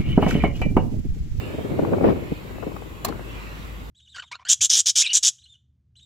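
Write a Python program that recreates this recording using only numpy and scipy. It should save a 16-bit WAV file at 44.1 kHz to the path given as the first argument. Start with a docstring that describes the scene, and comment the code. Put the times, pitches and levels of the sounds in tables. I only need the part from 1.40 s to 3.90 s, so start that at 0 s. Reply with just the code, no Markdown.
"""At an open car, someone leans in and snaps a switch on the steering column: one sharp plastic click
and a softer second contact, each an impact that rings the column's shroud and echoes briefly in the cabin.
A turbulent gust buffets both microphone ports, then the cabin shelters the right one and eddies reach
mainly the left. An engine idles low in the background, under a steady outdoor hiss."""
import sys
import numpy as np
from scipy import signal
from scipy.fft import rfft, irfft, next_fast_len
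from scipy.io import wavfile
from scipy.ndimage import uniform_filter1d, map_coordinates

SR = 44100
rng = np.random.default_rng(int(sys.argv[2]) if len(sys.argv) > 2 else 0)


def dump(signal):
    """Clip the signal to [-1, 1] and save it as 16-bit WAV at the path in sys.argv[1]."""
    limited = np.clip(np.atleast_2d(signal).T, -1, 1)
    pcm = np.round(limited * 32767).astype(np.int16)
    wavfile.write(sys.argv[1], SR, pcm)


N = 110250
TIME_S = np.arange(N) / SR

# Likeness of the outdoor sound at the two ports: frequency_hz, correlation
OUTDOOR_CORRELATION = [(60, 0.5), (640, 0.71), (1400, -0.49), (4000, 0.29)]


def amp(db):
    """Decibels to amplitude ratio."""
    return 10 ** (np.asarray(db) / 20)


def unit(x):
    """Each channel scaled to rms 1."""
    return x / np.sqrt(np.mean(x ** 2, axis=-1, keepdims=True) + 1e-20)


def along(points, hz):
    """Interpolation on a logarithmic frequency axis."""
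    point_hz, values = np.transpose(points)
    return np.interp(np.log(hz + 1), np.log(point_hz + 1), values)


def curve(points):
    """Linear interpolation in time, one value per sample."""
    return np.interp(TIME_S, *np.transpose(points))


def wobble(knots_per_s):
    """A smooth fluctuation: a spline through random knots."""
    return map_coordinates(rng.standard_normal(N // 10), [TIME_S * knots_per_s])


def filtered(x, response):
    """Linear filtering: the spectrum times a frequency response."""
    size = next_fast_len(N + SR // 2)
    return irfft(rfft(x, size) * response(np.fft.rfftfreq(size, 1 / SR)), size)[..., :N]


def noise(spectrum):
    """Coloured noise of rms 1, uncorrelated between the channels."""
    return unit(filtered(rng.standard_normal((2, N)), lambda hz: amp(along(spectrum, hz))))


def even(x, samples):
    """Division by the running rms levels out chance swells."""
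    return x / np.sqrt(np.abs(uniform_filter1d(x ** 2, samples, axis=-1)) + 1e-6)


def paired(x, correlation):
    """Mid-side mixing sets the left-right correlation, given as a number or a table over frequency."""
    def weights(hz):
        alike = np.full(hz.shape, correlation) if np.isscalar(correlation) else along(correlation, hz)
        angle = np.arccos(np.clip(alike, -1, 1)) / 2
        return np.array([np.cos(angle), np.sin(angle)])
    mid, side = filtered(x, weights)
    return unit(np.array([mid + side, mid - side]))


def patchy(x, depth_db):
    """Random gain over patches of time and frequency makes the colour of a noise drift."""
    spectrogram = signal.stft(x, nperseg=1024)[2]
    field = uniform_filter1d(rng.standard_normal(spectrogram.shape[1:]), size=4, axis=0)
    field = uniform_filter1d(field, size=12, axis=1)
    return unit(signal.istft(spectrogram * amp(depth_db * field / field.std()))[1][:, :N])


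def fade(t, attack_s, t60_s):
    """A quick rise, then exponential damping by 60 dB in t60_s."""
    return (1 - np.exp(-t / attack_s)) * np.exp(-np.log(1000) * t / t60_s)


def microphone_hiss():
    """Self-noise: a steady hiss, independent in each channel."""
    spectrum = [(4500, -6), (6400, 2), (7600, 9), (8700, -11), (10300, -1), (12300, 6), (15700, 1.5)]  # frequency_hz, density_db
    return amp(-56.5) * noise(spectrum)


def outdoors():
    """A partly coherent ambient field: a steady distant rumble and a slowly swelling wash."""
    rumble_spectrum = [(25, -11), (80, 2.5), (160, -7.5), (750, -19), (1100, -14), (6000, -59.5)]  # frequency_hz, density_db
    wash_spectrum = [(600, -10), (1100, 2), (1600, 1), (2100, 2), (2700, 1), (3400, -5), (4300, -8.5),
                     (5500, -16.5), (12000, -24.5)]  # frequency_hz, density_db
    wash_swell = [(0, -43), (.6, -45.5), (1.5, -48.5), (1.78, -47), (1.95, -43), (2.25, -44.5),
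                  (2.5, -48.5)]  # time_s, level_db
    pan = amp([[-0.83], [0.83]])  # slightly to the right
    wash = patchy(paired(noise(wash_spectrum), OUTDOOR_CORRELATION), depth_db=3.0)
    rumble = paired(noise(rumble_spectrum), OUTDOOR_CORRELATION)
    return amp(curve(wash_swell)) * pan * wash + amp(-42.5) * rumble


def idling_engine(firing_hz=53.36, drift=0.0077):
    """Periodic firing gives a low tone whose pitch wavers with the engine's speed."""
    swell = [(0, -48), (1.45, -44.5), (2.0, -38.5), (2.5, -38.5)]  # time_s, level_db
    phase = 2 * np.pi * np.cumsum(firing_hz * (1 + drift * wobble(7.2))) / SR
    return amp(curve(swell)) * unit(np.sin(phase))


def wind(strong_db=-12, flutter_db=6, crackle_db=3.5):
    """Turbulent pressure at each port: light wind rumbles, stronger wind buffets and then rasps."""
    gust = [(0, -34.5), (.12, -32.5), (.19, -32), (.28, -31.5), (.41, -21.5), (.48, -24), (.54, -20),
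            (.6, -26.5), (.65, -14.5), (.705, -14.5), (.745, -26.5), (.87, -34.5), (1.0, -41.5),
            (1.24, -34), (1.6, -43.5), (1.7, -26.5), (1.78, -38), (2.3, -46.5)]  # time_s, strength_db
    shelter = [(.65, -1), (1.0, -4), (1.35, -13.5), (2.5, -2.5)]  # the cabin's lee on the right port: time_s, gain_db
    rumble_spectrum = [(25, -35), (55, -8.5), (95, -3), (180, -9), (400, -22), (1500, -63)]  # frequency_hz, density_db
    buffet_spectrum = [(40, -32), (110, -3.5), (200, -0.5), (340, 4), (520, -2.5), (800, -14),
                       (1300, -27.5), (4000, -60)]  # frequency_hz, density_db
    rasp_spectrum = [(200, -3), (900, 4), (1500, -3), (2500, -6.5), (4000, -18), (12000, -58)]  # frequency_hz, density_db
    strength_db = curve(gust)
    force_db = np.array([strength_db, strength_db + curve(shelter)]) - strong_db
    flutter = np.array([wobble(70), wobble(70)])
    crackle = np.array([wobble(300), wobble(300)])
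    lumps = amp(flutter_db * np.tanh(flutter))
    spurts = amp(0.41 * flutter_db * flutter + crackle_db * crackle)
    # With rising wind the rumble grows more slowly than the buffeting, the rasp faster.
    rumble = amp(-11.5 + 0.55 * force_db) * even(noise(rumble_spectrum), samples=3000)
    buffet = amp(force_db) * even(lumps * paired(noise(buffet_spectrum), 0.07), samples=3000)
    rasp = amp(-14.5 + 2.02 * force_db) * even(spurts * noise(rasp_spectrum), samples=3000)
    return amp(strong_db) * (rumble + buffet + rasp)


def eddies(rise_s=0.00087, rolloff_order=3.47):
    """Each vortex striking the ports is a pulse of band-limited noise that rises abruptly and dies."""
    puffs = [(.184, 0.01, -26.5, -21.5, 353), (.247, 0.007, -21.5, -31, 340),
             (0.32, 0.0038, -21.5, -21.5, 373), (0.391, 0.0068, -10.5, -18.5, 450),
             (.432, 0.0058, -22, -18.5, 400), (.450, 0.0028, -23, -31, 1150),
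             (0.5346, 0.01, -15, -14.5, 600), (.584, 0.0037, -20, -18, 470),
             (.611, 0.0031, -11.5, -16.5, 450), (.643, 0.0049, -7.5, -20, 710),
             (.650, 0.0057, -10, -8.5, 560), (.687, 0.0044, -11, -22.5, 696),
             (.920, 0.0072, -16, -16.5, 342), (1.184, 0.0029, -26.5, -38, 656),
             (1.227, 0.012, -26, -41, 765), (1.267, 0.012, -21.5, -25.5, 410),
             (1.318, 0.0058, -32, -42, 770), (1.365, .004, -28, -43, 1000),
             (1.423, 0.0023, -28.5, -45, 730), (1.726, .002, -25, -43, 1110),
             (1.795, 0.0019, -28.5, -40, 950)]  # peak_s, decay_s, left_db, right_db, corner_hz
    out = np.zeros((2, N))
    for peak_s, decay_s, left_db, right_db, corner_hz in puffs:
        def band(hz):
            high_pass = hz ** 3 / np.hypot(hz ** 3, (0.51 * corner_hz) ** 3)
            return high_pass / np.hypot(1, (hz / corner_hz) ** rolloff_order)
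        puff = even(filtered(rng.standard_normal((2, N)), band), samples=300)
        width_s = np.where(TIME_S < peak_s, rise_s, decay_s)
        envelope = np.exp(-.5 * ((TIME_S - peak_s) / width_s) ** 2)
        out += amp([[left_db], [right_db]]) * envelope * puff
    return out


def shroud_ring(t, t60_at_1khz_s=0.051, phase_scatter_rad=1):
    """Free vibration of the plastic switch and shroud: damped modes, the higher ones dying sooner."""
    modes = [(715, -1), (800, 2.5), (1078, 4), (1674, -4.5), (2630, -8), (3844, -16), (4237, -5.5),
             (4727, -14), (5319, -17), (7100, -7), (12270, -12)]  # pitch_hz, level_db
    out = np.zeros((2, N))
    for pitch_hz, level_db in modes:
        port_phases = phase_scatter_rad * rng.standard_normal((2, 1))
        envelope = fade(t, attack_s=0.00041, t60_s=t60_at_1khz_s * (pitch_hz / 1000) ** -.25)
        out += amp(level_db) * envelope * np.sin(2 * np.pi * pitch_hz * t + port_phases)
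    return out


def cabin_reflections(t):
    """Reverberation in a small enclosure: dense reflections merge into a short noise tail."""
    spectrum = [(1000, 6.5), (2000, -3), (4300, -9), (6000, -21), (15000, -30)]  # frequency_hz, density_db
    return noise(spectrum) * fade(t, attack_s=0.0069, t60_s=0.19)


def switch(crossover_hz=4950, correlation=0.091, attack_s=0.00015):
    """Impact excitation: each contact snaps, knocks and rings the shroud, and the cabin answers."""
    # The hand finds the stalk, the switch snaps over in four contacts, the lever rebounds twice.
    contacts = [(1.3655, -45, -1, -9), (1.6465, -32, -12, 6), (1.6478, -21.5, -4, 0),
                (1.6495, -21.5, 2, -2), (1.6535, -31, -5, 2), (1.6836, -32.5, -7, -7),
                (1.6873, -29.5, -1, -24)]  # start_s, level_db, knock_db, treble_db
    snap_spectrum = [(1500, -24), (2500, -7), (4300, 0.5), (6200, -5), (7300, -1), (9000, -9), (12700, 2),
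                     (15500, 3.5)]  # frequency_hz, density_db
    knock_spectrum = [(500, -13), (750, -4), (1150, 9.5), (1500, -30), (5000, -16)]  # frequency_hz, density_db
    low_pass = signal.butter(2, crossover_hz, fs=SR)
    high_pass = signal.butter(2, crossover_hz, "high", fs=SR)
    out = np.zeros((2, N))
    for start_s, level_db, knock_db, treble_db in contacts:
        t = np.maximum(TIME_S - start_s, 0)
        ring = shroud_ring(t)
        snap = paired(noise(snap_spectrum), correlation) * fade(t, attack_s, t60_s=0.032)
        knock = even(paired(noise(knock_spectrum), correlation), samples=200)
        knock *= fade(t, attack_s, t60_s=0.036)
        contact = snap + amp(knock_db) * knock + amp(-4.5) * ring + amp(-10.5) * cabin_reflections(t)
        body = signal.lfilter(*low_pass, contact)
        treble = signal.lfilter(*high_pass, contact)
        out += amp(level_db) * (body - amp(treble_db) * treble)  # the two bands are in antiphase
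    return out


def scene():
    """Superposition of the switch, wind, engine and background noise."""
    return switch() + wind() + eddies() + idling_engine() + outdoors() + microphone_hiss()


def record(dry):
    """Soft saturation in the microphone rounds the strongest peaks; a band limit cuts the top treble."""
    overload, band_limit_hz = 0.52, 15850
    rounded = dry / (1 + np.abs(dry / overload) ** 4) ** (1 / 4)
    return filtered(rounded, lambda hz: hz < band_limit_hz)


dry = scene()
out = record(dry)
dump(out)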